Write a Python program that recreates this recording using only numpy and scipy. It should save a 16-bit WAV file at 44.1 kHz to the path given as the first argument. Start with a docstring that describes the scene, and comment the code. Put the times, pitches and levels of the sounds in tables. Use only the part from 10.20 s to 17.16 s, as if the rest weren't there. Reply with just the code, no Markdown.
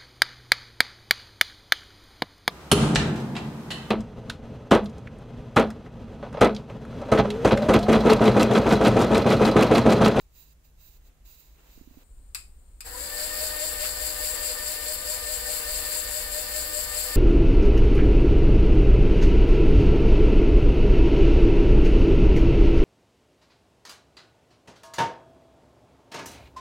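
"""Fingers rub faintly along the shaft of a small lathe, close to the microphones; a sleeve rustles and
fingertips bump the right port. Then, from further back in the workshop, two switches click and the motor
runs up, whining on its armature slots while brushes and bearings hiss. Both throb once for each turn of
the spindle. A bottle slides briefly on the bench. The two microphone ports colour the sound differently."""
import sys
import numpy as np
from scipy import signal
from scipy.fft import rfft, irfft
from scipy.io import wavfile

SR = 44100
rng = np.random.default_rng(int(sys.argv[2]) if len(sys.argv) > 2 else 0)


def master_out(mix):
    """Clip the mix to full scale and print it as 16-bit PCM to the path in sys.argv[1]."""
    frames = np.transpose(np.atleast_2d(mix))
    ceiling = np.clip(frames, -1, 1)
    pcm = np.round(ceiling * 32767).astype(np.int16)
    wavfile.write(sys.argv[1], SR, pcm)


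N = 306936
TIME = np.arange(N) / SR
BINS = np.arange(N // 2 + 1) * SR / N + 1e-3   # Hz, kept above zero

STEP_BACK_S = 1.835   # the microphones jump from close up to further back
MOTOR_ON_S, ENGAGE_S, RUN_UP_S, FULL_SLOT_HZ = 2.64, 0.027, 0.088, 300.43
# Uneven load: turns per second of spindle, belt and roughly their sum; phases count from mid-run.
SPINDLE_HZ, BELT_HZ, BOTH_HZ, COUNT_FROM_S = 4.76, 5.55, 10.18, 5.05

# Motor whine. Each row: multiple of the slot rate, left and right level in dB, swell in dB at the
# overshoot, then throb depth in dB and phase in turns for spindle, belt and both.
SLOT_HARMONICS = [(2, -46, -48.5, 4.5, 6.0, .71, 1.2, .72, 5.0, .51),
                  (4, -56, -60, -2, 7.0, .11, 1.0, .6, 1.5, .3),
                  (5, -56, -65, 0, 1.5, .9, 1.0, .35, 2.0, .9),
                  (6, -47.5, -54.5, 5, 4.5, .0, 1.8, .7, 2.2, .7),
                  (8, -57, -60, 2, 1.5, .75, .5, .4, .7, .5), (10, -58, -63, 2, 2.5, .6, 1.0, .2, 1.2, .75),
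                  (12, -59, -55, 2, 2.5, .6, .5, .4, .5, .5), (14, -63, -52, 2, 2.5, .6, .5, .4, .5, .5),
                  (16, -70, -50, 2, 2.5, .6, .5, .4, .5, .5), (18, -71, -58, 2, 2.5, .6, .5, .4, .5, .5)]
# Pitch waver of the lowest harmonic. Each row: rate in Hz, swing in Hz, phase in turns.
PITCH_WAVER = [(4.76, 5.5, .36), (10.18, 5.5, .41), (15.5, 5.5, .82)]
# The headstock rings as the whine sweeps through it: frequency in Hz, width in Hz, gain in dB.
HEADSTOCK_MODE = (990, 50, 27)
# Brush and bearing noise. Each row: frequency in Hz, left and right level in dB per Hz.
HISS_SPECTRUM = [(120, -85, -82.5), (217, -86, -82), (395, -87.5, -82.5), (725, -80.5, -79.5),
                 (1290, -79, -80), (1997, -75, -75), (3350, -81, -78), (4036, -80, -72.5),
                 (4654, -86.0, -67), (5283, -93.5, -72), (5950, -84.5, -83.5), (6752, -74, -80.5),
                 (7597, -60.5, -116), (8360, -70.5, -102.8), (9310, -69, -99.9), (10470, -71.5, -85),
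                 (12900, -69, -84), (14060, -74, -83.5), (15500, -71, -81)]
# Throb of the hiss with the spindle. Each row: frequency in Hz, depth in dB.
HISS_THROB_DEPTH = [(500, -0.52), (3000, 0.73), (5000, 1.88), (7700, 3), (12000, 1.5)]
# Bed and housing resonances. Each row: frequency in Hz, width in Hz, left and right level in dB.
BED_MODES = [(315.8, 9.2, -61.5, -68), (357.9, 9.3, -83, -82.5), (471.85, 12.9, -55, -59.5),
             (498, 28.4, -51.5, -54), (759, 26.3, -59, -63), (993.9, 23.6, -63.5, -63),
             (1639, 91, -71, -56), (4198, 44.3, -67, -51), (4496, 44, -72, -52), (4677, 56, -71.5, -47),
             (4795, 33.5, -71.5, -47.5), (4960, 23.2, -74.5, -51), (7265, 87, -46.5, -79.5),
             (7613, 32.7, -43.5, -73), (7850, 31, -50, -78.5), (8287, 41, -46.5, -68), (9590, 16, -59, -70)]
# Switches and a knock. Each row: start in seconds, level in dB, seconds to fall 60 dB, relative tail in dB.
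SWITCH_CLICKS = [(2.1474, -25, 0.038, -9.5), (2.6059, -34.5, 0.0475, -9), (2.66, -48, 0.05, -2)]
# Switch box resonances. Each row: frequency in Hz, width in Hz, relative level in dB.
SWITCH_BOX_MODES = [(1294, 120, -17), (2545, 69, -5), (3720, 200, -19), (4890, 205, -7), (7970, 590, -3.5)]
# Finger strokes. Each row: start in seconds, rise in seconds per 20 dB, hold in seconds,
# fade in seconds per 20 dB, rub level in dB, sizzle level in dB.
FINGER_STROKES = [(0.0, -1.1, 0.0198, 0.05, -61, -75.5), (0.161, 0.0539, .068, .05, -54.5, -51),
                  (0.261, 0.1, 0.071, 0.01, -59.5, -70.5), (0.446, 0.01, 0.0102, 0.08, -59.5, -70),
                  (0.609, 0.05, 0.078, .06, -56, -52), (.71, 0.06, 0.0647, 0.01, -59, -63.5),
                  (0.869, 0.09, 0.0098, .03, -59.5, -72.5), (1.058, 0.0151, 0.0864, 0.13, -54, -51.5),
                  (1.19, 0.0748, 0.022, 0.31, -56, -52.5), (1.535, 0.23, .015, 0.29, -55.5, -66),
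                  (1.76, 0.29, .07, 1.8, -61, -71.5)]
# Skin on the shaft. Each row: frequency in Hz, left and right relative level in dB.
RUB_SPECTRUM = [(600, -104.7, -106.5), (1480, -108.6, -106.3), (2820, -105.4, -100.7),
                (3250, -104.6, -105.1), (4180, -102.7, -104), (4720, -95, -102.0), (5450, -103.9, -102.1),
                (7140, -104.6, -92), (8600, -108.5, -104.8), (10100, -109.6, -107.7), (13280, -107.9, -92),
                (15500, -102.9, -88.5), (15550, -104.3, -91.5)]
# Shaft resonances. Each row: frequency in Hz, width in Hz, level in dB against the rub.
SHAFT_MODES = [(1037, 80, -29), (2680, 150, -19), (3890, 194, -14)]
# Course of the sleeve's rustle. Each row: time in seconds, level in dB.
SLEEVE_LEVELS = [(0.55, -81), (0.87, -70), (1.0, -75.5), (1.17, -76), (1.36, -66), (1.56, -62.5),
                 (1.69, -74.5), (1.83, -61)]
# Rustling cloth. Each row: frequency in Hz, relative level in dB.
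SLEEVE_SPECTRUM = [(150, -31.5), (250, 2), (830, -5), (1050, -7), (2840, -8.5), (5250, -21), (7190, -17),
                   (9000, -17.5), (11700, -54.5), (19800, -120)]
# Fingertips on the right port. Each row: start in seconds, level in dB, ring in Hz, seconds to fall 60 dB.
PORT_BUMPS = [(1.575, -35.5, 270, 0.021), (1.611, -35, 265, 0.0334), (1.673, -38, 262, 0.05),
              (1.71, -39.5, 260, 0.03), (1.771, -36.5, 264, 0.052)]
# A bottle on the bench: frequency in Hz, width in Hz, level in dB.
BOTTLE_BAND = (1860, 2000, -35)
# Room tone close to the lathe. Each row: frequency in Hz, left and right level in dB per Hz.
CLOSE_ROOM_TONE = [(120, -91.5, -92), (299, -106.0, -97), (710, -105.8, -104.3), (1520, -107.4, -112.1),
                   (3000, -111.5, -112.2), (4700, -116.2, -113.2), (5500, -118.9, -111.8),
                   (7160, -115.3, -108.1), (9500, -114.8, -116.3), (12000, -114.4, -113.8),
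                   (15600, -115.2, -112.8)]
# Room tone further back. Each row: frequency in Hz, left and right level in dB per Hz.
FAR_ROOM_TONE = [(120, -89.5, -93.5), (300, -94.5, -98), (700, -102.7, -102.6), (1523, -107.0, -107.0),
                 (3370, -113.7, -111.5), (4330, -117.8, -107.5), (5630, -122.8, -113.5),
                 (6200, -114.9, -118.1), (7100, -103.5, -119.8), (8800, -99.5, -121.4),
                 (10400, -110.0, -117.8), (12500, -111.4, -114.8), (15600, -109.5, -112.2)]
# Thin whistles of idle electrics, mostly on the left. Each row: frequency in Hz, width in Hz, level in dB.
IDLE_WHISTLES = [(7270, 26, -74.5), (7600, 60, -80.5), (8400, 25, -73.5), (7900, 25, -80.5),
                 (8550, 120, -74), (8680, 21, -77)]
# Rumble of building and lathe bed. Each row: frequency in Hz, relative level in dB.
RUMBLE_SPECTRUM = [(11, -30.5), (18, 0.5), (38, 1), (56, 1.5), (73, -4.5), (107, -25.5), (130, -23.5),
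                   (170, -44.5), (290, -120)]
# Likeness of the two microphone ports. Each row: frequency in Hz, correlation from 0 to 1.
PORT_LIKENESS = [(60, 0.996), (130, 0.52), (290, 0.85), (640, 0.542), (1400, 0.103), (6000, 0.03)]


def motor(engaged):
    """The motor closes in on full speed, overshoots a little and settles; the levels follow the speed."""
    lag = 0.52 * np.exp(-np.maximum(TIME - MOTOR_ON_S, 0) / RUN_UP_S)   # share of speed still missing
    surge = bell(3.25, 0.3)
    slot_hz = FULL_SLOT_HZ * (1 - lag) + 5.0 * surge + 0.3995 * drift(4.0)
    slot_angle = 2 * np.pi * np.cumsum(slot_hz) / SR
    tones = headstock(amp(-93 * lag) * whine(slot_angle, surge))
    subdued = np.tanh(lag / 0.0965)   # the brushes stay quiet until near full speed
    hiss_db = -8.5 * subdued + 0.35 * surge
    drone_db = 0.9564 - 1.5 * subdued + 0.9 * surge
    return engaged * (hiss(slot_angle, hiss_db, drone_db) + tones)


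def whine(slot_angle, surge):
    """Armature slots sound multiples of their rate, each swelling at its own point of the turn."""
    out = np.zeros((2, N))
    for multiple, left_db, right_db, surge_db, *throbs in SLOT_HARMONICS:
        loads = zip((SPINDLE_HZ, BELT_HZ, BOTH_HZ), throbs[::2], throbs[1::2])
        swell = amp(sum(db * throb(hz, phase) for hz, db, phase in loads) + 1.5 * drift(8.0))
        angle = multiple * slot_angle + 2 * np.pi * rng.random() + (0.2 + 0.05 * multiple) * drift(8.0)
        left_lead_turns = 0.17   # the motor stands to the left
        if multiple == 2:
            angle = angle + 2 * np.pi * pitch_scoop()
            left_lead_turns = 0.13 * throb(SPINDLE_HZ, 0.56) - 0.16
            right_swell = np.roll(swell, -round(0.055 * SR)) ** 0.35   # throbs earlier and less
            swell = np.array([swell, right_swell])
        pair = np.sin([angle + 2 * np.pi * left_lead_turns, angle])
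        out += np.sqrt(2) * swell * pair * amp([[left_db], [right_db]] + surge_db * surge)
    return out


def pitch_scoop():
    """Added phase in turns: the lowest whine wavers, slides up through each turn and drops back."""
    ramp = 2 * ((SPINDLE_HZ * (TIME - COUNT_FROM_S) + 0.4) % 1) - 1
    waver_hz = sum(swing_hz * throb(hz, phase) for hz, swing_hz, phase in PITCH_WAVER)
    return np.cumsum(2.5 + 7.0 * ramp + waver_hz) / SR


def headstock(tones):
    """The headstock lifts each harmonic that passes through its resonance."""
    hz, width_hz, gain_db = HEADSTOCK_MODE
    ring = tones
    for _ in range(3):
        ring = resonance(ring, hz, width_hz)
    return tones + amp(gain_db) * ring


def hiss(slot_angle, hiss_db, drone_db, drone_top_hz=2000):
    """Brush and bearing noise rings the bed and housing; each band throbs with the load."""
    spectrum = stereo_noise(HISS_SPECTRUM, echoed_noise())
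    edges_hz = [0, 900, drone_top_hz, 4000, 6200, 9500, SR]
    wander_db = 0.546 * drift(2.07)
    load = throb(SPINDLE_HZ, 0.6376) + 0.056 * throb(BELT_HZ, 0.69)
    white = rng.standard_normal(N)
    out = 0
    for low, high in zip(edges_hz, edges_hz[1:]):
        depth_db = at_hz(HISS_THROB_DEPTH, np.sqrt((low + 100) * min(high, 16000)))[0]
        band = irfft(spectrum * ((BINS >= low) & (BINS < high)), N)
        rings = sum(ringing(hz, width_hz, white) * amp([[left_db], [right_db]])
                    for hz, width_hz, left_db, right_db in BED_MODES if low <= hz < high)
        level_db = drone_db if low < drone_top_hz else hiss_db   # the housing drones first
        out = out + (band + rings) * amp(level_db + depth_db * load + wander_db + 0.982 * drift(41.8))
    return out * (1 + 0.084 * np.cos(2 * slot_angle))   # brushes spit on the slots


def echoed_noise(treble_share=0.45, likeness=0.338):
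    """Noise spectra along two paths to the microphones, combed into fine peaks by dense treble echoes."""
    echoes = rng.standard_normal((2, N)) * dying(0.00197, t60=0.12)
    share = treble_share / (1 + (900 / BINS) ** 2)
    paths = np.sqrt(1 - share) + np.sqrt(share) * rfft(echoes) / np.sqrt(np.sum(echoes[0] ** 2))
    first, second = rfft(rng.standard_normal((2, N)))
    return paths * [first, likeness * first + np.sqrt(1 - likeness ** 2) * second]


def switches(shop_t60=0.268):
    """Each crack rattles the switch box, then the workshop answers with a duller tail."""
    white = rng.standard_normal((2, N))
    body = unit_noise(HISS_SPECTRUM) + modes(SWITCH_BOX_MODES, white) * amp([[-3], [-5]])
    crack = sum(amp(db) * dying(start, t60) for start, db, t60, _ in SWITCH_CLICKS)
    tail = sum(amp(db + tail_db) * dying(start + 0.0054, shop_t60)
               for start, db, _, tail_db in SWITCH_CLICKS)
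    clicks = body * crack + filtered(body, order=2, hz=10950) * tail
    return filtered(clicks, order=3, hz=950, kind="high")   # a small box has no bass


def fingers(white, sizzle_from_hz=11300):
    """Dry rubbing rings the shaft; skin squeezed hard sizzles in the treble, most in mid-stroke."""
    rub_power, sizzle_level = 0, 0
    for start, rise, hold, fade, rub_db, sizzle_db in FINGER_STROKES:
        shape_db = -20 * (np.maximum(start - TIME, 0) / rise + np.maximum(TIME - start - hold, 0) / fade)
        rub_power += amp(rub_db + shape_db) ** 2
        sizzle_level += amp(sizzle_db) * bell(start + 0.66 * hold, 0.41 * hold + 0.012)
    rub = unit_noise(RUB_SPECTRUM) + modes(SHAFT_MODES, white)
    sizzle = rms_one(irfft(stereo_noise(RUB_SPECTRUM) / (1 + (sizzle_from_hz / BINS) ** 12), N))
    return rub * np.sqrt(rub_power) + sizzle * sizzle_level


def sleeve():
    """Cloth rustles near the microphones as the arm draws back."""
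    level_db = np.interp(TIME, *np.transpose(SLEEVE_LEVELS))
    return unit_noise(SLEEVE_SPECTRUM) * amp(level_db + 2.2 * drift(15.4))


def port_bumps():
    """Fingertips press softly on the right port: a pulse of pressure under a short, low ring."""
    bumps = np.zeros(N)
    for start, db, hz, t60 in PORT_BUMPS:
        since = np.maximum(TIME - start, 0)
        push = (since / 0.00455) * np.exp(1 - since / 0.0032)
        ring = dying(start, t60) * np.sin(2 * np.pi * hz * since)
        bumps -= amp(db) * (ring + 0.53 * push)
    return filtered(bumps, order=4, hz=420) * amp([[-20], [0.5]])


def bottle(white):
    """A bottle slides on the bench with one short scuff."""
    return modes([BOTTLE_BAND], white) * bell(3.645, 0.03)


def workshop(close, engaged):
    """Room tone and rumble, with mains hum close up and idle electrics whistling further back."""
    white = rng.standard_normal(N)
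    whistles = sum(amp(db) * ringing(hz, width_hz, white) for hz, width_hz, db in IDLE_WHISTLES)
    far_room = irfft(stereo_noise(FAR_ROOM_TONE), N) + whistles * amp([[0.5], [-20]])
    room = np.where(close, irfft(stereo_noise(CLOSE_ROOM_TONE), N), far_room)
    building_level = amp(np.where(close, -56, -48.5))
    bed_level = engaged * amp(-46.5)   # the lathe bed rumbles once the motor runs
    rumble = np.hypot(building_level, bed_level) * amp(drift(3.7)) * unit_noise(RUMBLE_SPECTRUM)
    hum = amp(-72.5 + 2.26 * drift(1.8)) * np.sin(2 * np.pi * 149.84 * TIME)
    return room + rumble + hum * close


def amp(db):
    """Gain for a level in dB."""
    return 10 ** (np.asarray(db) / 20)


def rms_one(x):
    """Scale to unit rms."""
    return x / np.sqrt(np.mean(x ** 2))


def at_hz(rows, hz):
    """Columns of a spectrum at the given frequencies."""
    row_hz, *columns = np.transpose(rows)
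    return np.array([np.interp(np.log(hz), np.log(row_hz), column) for column in columns])


def drift(rate_hz):
    """Random wander with a spread of about 1, mostly slower than the given rate."""
    slow = irfft(rfft(rng.standard_normal(2000)) / (1 + (BINS[:1001] / rate_hz) ** 2))
    return np.interp(TIME, np.linspace(0, N / SR, 2000), rms_one(slow))


def throb(rate_hz, phase):
    """One swing per turn; the phase is in turns."""
    return np.cos(2 * np.pi * (rate_hz * (TIME - COUNT_FROM_S) + phase))


def dying(start, t60):
    """Envelope that jumps to 1 and falls 60 dB in t60 seconds."""
    return (TIME >= start) * amp(-60 * np.maximum(TIME - start, 0) / t60)


def bell(centre_s, half_width_s):
    """Envelope that swells smoothly to 1 and fades."""
    return np.exp(-((TIME - centre_s) / half_width_s) ** 2)


def stereo_noise(colour, source=None):
    """Noise spectra at the two ports, alike in the bass, at the table's dB per Hz."""
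    mid, side = rfft(rng.standard_normal((2, N))) if source is None else source
    alike = at_hz(PORT_LIKENESS, BINS)[0]
    pair = np.sqrt(1 + alike) * mid + np.sqrt(1 - alike) * side * [[1], [-1]]
    return pair * amp(at_hz(colour, BINS)) * np.sqrt(SR) / 2


def unit_noise(colour):
    """Coloured noise at the two ports, unit rms."""
    return rms_one(irfft(stereo_noise(colour), N))


def filtered(x, order, hz, kind="low"):
    """Low-pass or high-pass with a flat passband."""
    return signal.sosfilt(signal.butter(order, hz, kind, fs=SR, output="sos"), x)


def resonance(x, hz, width_hz):
    """Two-pole resonance, gain 1 at its peak."""
    radius = np.exp(-np.pi * width_hz / SR)
    gain = (1 - radius ** 2) / 2
    return signal.lfilter([gain, 0, -gain], [1, -2 * radius * np.cos(2 * np.pi * hz / SR), radius ** 2], x)


def ringing(hz, width_hz, white):
    """Noise in a narrow, steep-sided resonance, unit rms."""
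    return rms_one(resonance(resonance(white, hz, width_hz), hz, width_hz))


def modes(rows, white):
    """Noise rings a set of resonances, each at its own level."""
    return sum(amp(db) * rms_one(resonance(white, hz, width_hz)) for hz, width_hz, db in rows)


def scene():
    """Hands on the shaft from close up, then the running lathe from further back."""
    close = TIME < STEP_BACK_S
    engaged = np.clip((TIME - MOTOR_ON_S) / ENGAGE_S, 0, 1)
    lathe = motor(engaged)
    room = workshop(close, engaged)
    friction = rng.standard_normal((2, N))
    hands = (fingers(friction) + sleeve()) * close + port_bumps()
    return lathe + switches() + hands + bottle(friction) + room


def record(dry, cutoff_hz=15720):
    """The recorder cuts the top of the treble steeply."""
    return signal.sosfilt(signal.ellip(12, 0.3, 75, cutoff_hz, fs=SR, output="sos"), dry)


dry = scene()
out = record(dry)
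master_out(out)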